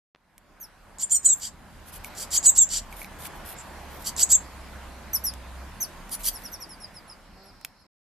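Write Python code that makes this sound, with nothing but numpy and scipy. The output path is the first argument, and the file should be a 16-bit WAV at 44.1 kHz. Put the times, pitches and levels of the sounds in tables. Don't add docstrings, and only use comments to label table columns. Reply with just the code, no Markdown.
import sys
import numpy as np
from scipy import signal
from scipy.fft import rfft, irfft, next_fast_len
from scipy.io import wavfile
from scipy.ndimage import uniform_filter1d, map_coordinates

SR = 44100
rng = np.random.default_rng(int(sys.argv[2]) if len(sys.argv) > 2 else 0)


def to_wav(sig):
    pcm = np.clip(np.atleast_2d(sig), -1, 1) * 32767
    pcm = np.round(pcm).astype(np.int16)
    wavfile.write(sys.argv[1], SR, pcm.T)


def linear_from_db(decibels):
    return 10 ** (np.asarray(decibels, float) / 20)


N = 354563

# hz, density_db
RUMBLE_SPECTRUM = [(16, -32), (25, -5), (35, 6.5), (48, -4), (75, -2), (110, -8.5), (140, -9), (200, -5.5),
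                   (300, -18.5), (600, -93.5)]
ROAD_SPECTRUM = [(88, -23), (150, -6.5), (315, -4.5), (456, -9), (531, -5), (584, -4.5), (1060, -3.5),
                 (1190, -7), (1530, -7), (2160, -12), (4000, -30), (5200, -50), (8800, -120)]
# time_s, level_db
TRAFFIC_SWELL = [(0, -0.5), (1, -0.5), (1.55, -4), (2.15, 1.5), (2.7, -3), (3.3, 1), (4.3, 0.7),
                 (5.5, -1.17), (6.4, -0.3), (6.9, -1.5), (7.6, -1)]
# hz, density_db
AIR_SPECTRUM = [(1470, -12), (2500, -4.5), (2820, -5), (3580, -6), (4860, -6.5), (5530, -9.5),
                (12700, -12.5), (14400, -21), (14800, -46), (15500, -60)]
# hz, likeness_0_to_1
STEREO_LIKENESS = [(60, 0.86), (150, 0.83), (380, 0.68), (950, 0.86), (2380, 0.66), (5980, 0.13),
                   (15000, 0.05)]
# time_s, peak_db
START_CLICKS = [
    (0.1493, -35.5),
    (0.16, -44),
]
# start_s, peak_db, gutter_ring_db, dull_knock_db
CLAW_TICKS = [(.38, -34, -23, -45), (.9862, -43, -38, -29.5), (2.0454, -23, -9, -29),
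              (2.1504, -41.5, -26, -22), (2.9264, -33.5, -3.5, -34), (3.017, -34.5, 1.5, -22),
              (3.0455, -33.5, -4, -20), (3.255, -31, -9, -21), (5.338, -27, -35, -22),
              (6.0943, -29.5, -33, -32), (7.613, -38.5, -23, -15.5), (7.6484, -16, -34, -18)]
# hz, level_db, t60_s
GUTTER_MODES = [(2240, 1.5, 0.05), (2360, 4.5, 0.027)]
# start_s, length_s, top_hz, level_db, octave_db
PEEP_NOTES = [(.6, 0.065, 6740, -51, -45), (5.131, 0.049, 6160, -35.5, -30.5),
              (5.238, .069, 6000, -35.5, -30.5), (5.802, 0.053, 6320, -33, -32.5),
              (6.33, .06, 6000, -50, -45.5), (6.435, 0.053, 6023, -46.5, -45.5),
              (6.515, 0.053, 6300, -47.5, -45), (6.6, 0.053, 6020, -48, -48.5),
              (6.69, 0.066, 5600, -51, -52.5), (6.8, .068, 5590, -50, -55), (6.94, 0.064, 5530, -54, -58.5),
              (7.075, 0.075, 5530, -56.5, -57.5), (7.43, 0.093, 5940, -65.5, -67.5),
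              (7.79, 0.057, 5800, -74, -75)]
# time_s, pitch_hz, level_db
ENGINE_TRACK = [(1.0, 67.1, -64.5), (1.61, 82.7, -63), (2.25, 77.4, -56.5), (3.36, 73.3, -55.5),
                (5.3, 62.5, -45.5), (5.65, 64.4, -42.5), (5.8, 76, -59.5), (6.04, 87.5, -60),
                (6.1, 85.1, -86)]
# start_s, length_s, throat_db,
# gape_over_throat_db, sizzle_over_throat_db
BREAKING_RASPS = [
    (.985, 0.055, -41.5, 7.5, -4),
    (1.097, 0.038, -45.5, 16.5, 4),
    (1.23, 0.042, -51, 15.5, 3),
    (2.306, 0.079, -29.5, 2.5, -4),
    (2.429, .045, -33.5, 8, -4.5),
    (2.55, 0.037, -34.5, 7, -3.5),
    (4.165, 0.075, -29, 2, -4),
    (4.291, 0.044, -34.5, 11.5, -1),
    (6.104, .056, -40, -5, 6),
    (6.233, .066, -30.5, -5, 4.5),
]
DYING_RASPS = [
    (1.4, 0.099, -39, 2.5, -10),
    (2.151, 0.11, -40.5, 1, -3),
    (2.69, .118, -31, 2, -10.5),
    (3.565, .06, -61.5, 13.5, -4),
    (4.043, 0.064, -34.5, 0, -3.5),
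]
# hz, width_hz, level_db
THROAT_MODES = [(2220, 2300, -5), (3286, 1000, -1), (4700, 600, 5), (6000, 740, 1.5)]
GAPE_MODES = [(7370, 1300, 0)]
SIZZLE_MODES = [(10200, 1700, 3.5), (12160, 750, 7.5), (13660, 1800, 3.5)]
# start_s, length_s, upper_top_hz, upper_end_hz, level_db
WHISTLES = [
    (1.023, 0.029, 8830, 8450, -27),
    (1.11, 0.071, 8750, 8000, -20.5),
    (1.244, 0.099, 8280, 7310, -19),
    (2.363, 0.025, 7690, 7425, -16),
    (2.45, 0.06, 8140, 7470, -15),
    (2.57, .077, 7730, 7175, -14.5),
    (4.221, 0.022, 8010, 8070, -12.5),
    (4.31, 0.055, 7910, 7170, -14.5),
]
# times_upper_pitch, times_lower_pitch; then each one's level under_upper_db
MIXING_ORDERS = [(-1, 2), (2, -1), (0, 2), (1, 1), (2, 0)]
MIXING_LEVELS = [-33, -39, -34, -27, -31.5]
# start_s, length_s, hiss_db
WING_STROKES = [(1.354, 0.063, -51), (1.857, 0.058, -50.5), (1.919, 0.066, -44), (2.035, 0.054, -46),
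                (2.9, .06, -53), (2.958, 0.079, -44), (3.016, 0.058, -51), (3.185, 0.053, -43.5),
                (3.231, 0.052, -39), (3.342, 0.047, -55.5), (3.446, 0.1, -42.5), (3.895, 0.11, -52.5),
                (3.994, 0.06, -46.5), (6.189, 0.044, -42), (6.298, 0.23, -50.5)]
# hz, density_db
FEATHER_SPECTRUM = [(1200, -61), (2500, -8.5), (5000, -12), (8000, -11.5), (10500, -5), (12700, -1),
                    (14400, -9), (15500, -44.5)]
# centre_s, half_length_s, level_db
LOW_THUMPS = [
    (2.88, .16, -43.5),
    (5.6, 0.21, -57),
    (6.27, 0.078, -42.5),
]
# time_s, level_db
SPARROW_TRACK = [
    (7.25, -68.5),
    (7.4, -62.5),
    (7.6, -63),
    (7.87, -70),
]
# hz, density_db
HEDGE_SPECTRUM = [(3300, -120), (3800, -14), (4300, -8), (4900, -11), (5400, -5), (6000, -28), (6600, -120)]
# time_s, wing_beat_hz, level_db
BEE_TRACK = [
    (7.3, 188, -78),
    (7.38, 190.4, -62),
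    (7.48, 198, -61.5),
    (7.53, 204, -77),
]
BEE_HARMONICS = [3.5, 1.5, -1.5, 1, -13, -18, -2]
# delay_s, left_db, right_db
WALL_ECHOES = [(.0031, -5.5, -28), (.0083, -8.5, -14.5), (0.0109, -19.5, -35.5), (0.0227, -46.5, -55),
               (.034, -59, -33.5)]
# hz, t60_s
YARD_DECAY = [(300, 0.22), (4000, 0.15), (7500, 0.16), (13000, 0.14)]
# source_hz, lower_copy_db, upper_copy_db
GHOST_LEVELS = [(4000, -49.5, -52.5), (6800, -33, -37), (8000, -27, -32), (12000, -19, -33)]
# hz, level_db
MICROPHONE_RESPONSE = [(13500, 0.5), (14200, 2), (14700, -38.5), (15700, -37)]


def unit(x):
    return x / np.sqrt(np.mean(x ** 2) + 1e-20)


def along(points, hz):
    f, v = np.transpose(points)
    return np.interp(np.log(hz + 1), np.log(f + 1), v)


def curves(spans, edge=0.0055):
    t = np.arange(N) / SR
    gate = sum(np.clip(np.minimum(t - r[0][0], r[-1][0] - t) / edge + 1, 0, 1) for r in spans)
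    s, *cols = np.concatenate(spans).T
    return [np.minimum(gate, 1)] + [np.interp(t, s, c) for c in cols]


def wobble(rate):
    knots = rng.standard_normal(int(N * rate / SR) + 4)
    return map_coordinates(knots, [np.arange(N) * rate / SR])


def turns(hz):
    return 2 * np.pi * np.cumsum(hz) / SR


def filtered(x, response):
    m = next_fast_len(N + 8192)
    return irfft(rfft(x, m) * response(np.fft.rfftfreq(m, 1 / SR)), m)[..., :N]


def resonant(x, peaks, waver_db):
    def band(centre, width):
        return filtered(x, lambda f: (1j * f * width / (centre ** 2 - f * f + 1j * f * width)) ** 2)
    return unit(sum(linear_from_db(db + waver_db * wobble(140)) * band(c, w) for c, w, db in peaks))


def rush(spectrum, patchy_db):
    z = signal.stft(rng.standard_normal((2, N)), nperseg=512)[2]
    field = uniform_filter1d(rng.standard_normal(z.shape[1:]), size=6, axis=0)
    field = uniform_filter1d(field, size=14, axis=1)
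    pair = signal.istft(z * linear_from_db(patchy_db * unit(field)), nperseg=512)[1][:, :N]

    def response(hz):
        turn = np.arccos(np.clip(along(STEREO_LIKENESS, hz), -1, 1)) / 2
        return linear_from_db(along(spectrum, hz)) * [np.cos(turn), np.sin(turn)]
    mid, side = filtered(pair, response)
    return unit(np.array([mid + side, mid - side]))


def lay(events, shape, count):
    out = np.zeros((count, N))
    for s, length, *row in events:
        t = np.arange(round(length * SR)) / SR
        out[:, round(s * SR):][:, :len(t)] = shape(t, length, *row)
    return out


def background_fade():
    return np.interp(np.arange(N) / SR, [0.03, 2.31, 6.21, 8.19], [0, 1, 1, 0])


def traffic_swell():
    return background_fade() * linear_from_db(curves([TRAFFIC_SWELL])[1])


def traffic():
    rumble = background_fade() * linear_from_db(-49.5 + 0.72 * wobble(1.3)) * rush(RUMBLE_SPECTRUM, patchy_db=1.5)
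    roar = traffic_swell() * linear_from_db(-47 + 0.65 * wobble(7.8)) * rush(ROAD_SPECTRUM, patchy_db=1.19)
    return rumble + roar


def air_hiss():
    return traffic_swell() ** 1.1 * linear_from_db(-54) * rush(AIR_SPECTRUM, patchy_db=2.0)


def start_clicks():
    t = np.arange(N) / SR

    def bump(s):
        return np.exp(-((t - s) / 8e-5) ** 2)
    return sum(linear_from_db(db) * (0.28 * bump(s + .0013) - bump(s)) for s, db in START_CLICKS)


def claw_ticks():
    out, t = np.zeros(N + SR), np.arange(SR // 8) / SR
    for s, db, ring_db, knock_db in CLAW_TICKS:
        noise = rng.standard_normal(len(t) + 1)
        decay = linear_from_db(-60 * t / .006) + .25 * linear_from_db(-60 * t / 0.02)
        crack = (noise[1:] - .7 * noise[:-1]) * decay
        dull = uniform_filter1d(noise[1:], size=5) - uniform_filter1d(noise[1:], size=24)
        knock = dull * linear_from_db(knock_db + 20.0 - 60 * t / 0.0096)
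        ring = sum(linear_from_db(level - 60 * t / t60) * np.sin(2 * np.pi * hz * t) for hz, level, t60 in GUTTER_MODES)
        out[round(s * SR):][:len(t)] += linear_from_db(db - 4.0) * (crack + knock + linear_from_db(ring_db - 1.5) * ring)
    return out[:N]


def peep(t, length, top_hz, db, octave_db):
    u = t / length
    edge = np.clip(np.minimum(t, length - t) / .002, 0, 1)

    def hill(peak, rise_db, fall_db):
        return linear_from_db(-np.interp(u, [0, peak, 1], [np.sqrt(rise_db), 0, np.sqrt(fall_db)]) ** 2)
    soft_db, loud_db, end_hz = -56, -35, 4690
    effort = np.clip((db - soft_db) / (loud_db - soft_db), 0, 1)
    hold = effort * 0.011
    hz = top_hz - (top_hz - end_hz) * np.clip((t - hold) / (length - hold), 0, 1) ** 1.15
    hz = hz - effort * 347 * np.exp(-t / .004)
    hz = hz - 300.4 * u ** 6
    return hz, edge * linear_from_db(db) * hill(0.66, 14, 21), edge * linear_from_db(octave_db) * hill(0.39, 5.5, 29.5)


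def peeps():
    hz, size, octave = lay(PEEP_NOTES, peep, count=3)
    phase = turns(hz + 70 * wobble(400))
    note = size * linear_from_db(5.0 + 4.9 * wobble(220)) * np.sin(phase)
    return np.sqrt(2) * (note + octave * linear_from_db(4 + 2.4 * wobble(220)) * np.sin(2 * phase))


def far_engine():
    gate, hz, db = curves([ENGINE_TRACK], edge=.2)
    return np.sqrt(2) * gate * linear_from_db(db + 1.5 * wobble(5.7)) * np.sin(turns(hz))


def rasps():
    t = np.arange(N) / SR
    effort, gape, sizzle = np.zeros((3, N))
    rate_hz = np.full(N, 1270.)
    calls = [(.72, *row) for row in BREAKING_RASPS] + [(.54, *row) for row in DYING_RASPS]
    for peak, s, length, db, gape_db, sizzle_db in calls:
        span = slice(round(s * SR), round((s + length) * SR))
        arch = np.sin(np.pi / 2 * np.interp(t[span] - s, [0, peak * length, length], [0, 1, 0]))
        snap = np.exp(-np.abs(t[span] - s) / 0.0019)
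        effort[span] = linear_from_db(db) * (arch + .2 * snap)
        gape[span] = linear_from_db(gape_db) * (1 + 3.5 * snap)
        sizzle[span] = linear_from_db(sizzle_db)
        rate_hz[span] += 210 * arch ** 0.47
    phase = turns(rate_hz * (1 + 0.031 * wobble(120) + 0.077 * wobble(1300)))
    pulses = np.exp(12 * (np.cos(phase) - 1)) * linear_from_db(1.2 * wobble(700))
    sharp = unit(np.diff(pulses, 2, prepend=[0, 0]))
    source = linear_from_db(1.5 * wobble(300)) * (.85 * sharp + .5 * rng.standard_normal(N))
    throat = resonant(source, THROAT_MODES, 1.6)
    beak = gape * resonant(source, GAPE_MODES, 1.8)
    return effort * (throat + beak + sizzle * resonant(source, SIZZLE_MODES, 1.5))


def whistle(t, length, top_hz, end_hz, db):
    scoop_s = .016
    scoop = np.clip(1 - t / scoop_s, 0, 1) ** 1.5
    after = np.maximum(t - scoop_s, 0)
    sag_hz = (top_hz - end_hz) * (after / (length - scoop_s)) ** .85
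    above_hz = top_hz - 8000
    attack_s, release_s = 0.015, 0.012
    swell = linear_from_db(db) * np.clip(np.minimum(t / attack_s, (length - t) / release_s), 0, 1) ** 0.69
    upper_hz = top_hz * (1 - 0.15 * scoop) - sag_hz
    lower_depth = 0.31 - 0.019 * above_hz / 100
    lower_hz = (6973 + .55 * above_hz) * (1 - lower_depth * scoop) - .75 * sag_hz
    lower_db = 0.45 * above_hz / 100 - 119.5 * after
    return upper_hz, swell, lower_hz, swell * linear_from_db(lower_db)


def duet():
    up_hz, up_size, low_hz, low_size = lay(WHISTLES, whistle, count=4)

    def beak(hz):
        return linear_from_db(-5 * ((hz - 7930) / 1105) ** 2)
    up_size, low_size = up_size * beak(up_hz), low_size * beak(low_hz)
    up = turns(up_hz + 40 * wobble(320))
    low = turns(low_hz + 40 * wobble(300))
    upper = up_size * linear_from_db(2.3 * wobble(210)) * np.sin(up)
    lower = low_size * linear_from_db(2.5 * wobble(110)) * np.sin(low)
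    mixed = sum(linear_from_db(db + 8.7 * wobble(50)) * np.sin(a * up + b * low)
                for (a, b), db in zip(MIXING_ORDERS, MIXING_LEVELS))
    return np.sqrt(2) * (upper + lower + up_size * mixed)


def wings():
    swish = np.zeros(N)
    for s, length, db in WING_STROKES:
        stroke = np.sin(np.linspace(0, np.pi, round(length * SR))) ** .6
        swish[round(s * SR):][:len(stroke)] += linear_from_db(db) * stroke
    return swish * linear_from_db(2 * wobble(250)) * rush(FEATHER_SPECTRUM, patchy_db=2.5)


def low_thumps():
    t = np.arange(N) / SR
    puffs = sum(linear_from_db(db) * np.exp(-((t - s) / half) ** 4) for s, half, db in LOW_THUMPS)
    return puffs * np.sin(turns(35 + 5 * wobble(25)))


def sparrows():
    gate, db = curves([SPARROW_TRACK], edge=0.09)
    return gate * linear_from_db(db + 1.5 * wobble(30)) * rush(HEDGE_SPECTRUM, patchy_db=1.5)


def bee():
    gate, hz, db = curves([BEE_TRACK])
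    phase = turns(hz)
    return gate * linear_from_db(db) * sum(linear_from_db(tone) * np.sin((k + 1) * phase) for k, tone in enumerate(BEE_HARMONICS))


def yard(x):
    hz, t, z = signal.stft(rng.standard_normal((2, SR // 3)), SR, nperseg=256)
    tail = signal.istft(z * linear_from_db(-60 * t / along(YARD_DECAY, hz)[:, None]), SR, nperseg=256)[1]
    answer = linear_from_db(-13.0) * np.pad(tail / np.linalg.norm(tail[0]), ((0, 0), (200, 0)))
    for delay, left_db, right_db in WALL_ECHOES:
        answer[[0, 1], round(delay * SR) + np.array([0, 3])] += linear_from_db([left_db, right_db])
    return signal.fftconvolve(x[None], answer, axes=1)[:, :N]


def ghosts(x):
    hz, lower_db, upper_db = np.transpose(GHOST_LEVELS)
    spin = np.exp(1j * turns(np.full(N, 48000 - 44100)))

    def one_sided(db):
        part = filtered(x, lambda f: linear_from_db(np.interp(f, hz, db)))
        return signal.hilbert(part, next_fast_len(N))[:, :N]
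    return (one_sided(lower_db) / spin + one_sided(upper_db) * spin).real


def scene():
    claws, sibling, begging = claw_ticks(), peeps(), rasps() + duet()

    def lag(hz):
        return np.exp(-1j * np.pi * hz * np.array([[1.6e-5], [-1.6e-5]]))
    near = begging + linear_from_db(-1) * sibling + claws
    direct = linear_from_db([[-2], [.9]]) * filtered(near[None], lag)
    echoes = yard(begging + linear_from_db(-0.5) * sibling + linear_from_db(-9.0) * claws)
    far = traffic() + air_hiss() + start_clicks() + far_engine() + low_thumps() + sparrows() + bee()
    return direct + echoes + wings() + linear_from_db([[-.5], [.5]]) * far


def roll_off(x):
    return signal.sosfilt(signal.butter(12, 15660, fs=SR, output="sos"), x)


def record(dry):
    t = np.arange(N) / SR
    heard = filtered(dry + ghosts(dry), lambda hz: linear_from_db(along(MICROPHONE_RESPONSE, hz)))
    open_s, shut_s = .146, 7.868
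    shot = np.clip(np.minimum(t - open_s, shut_s - t) / 0.0026, 0, 1)
    return roll_off(heard * shot)


dry = scene()
out = record(dry)
to_wav(out)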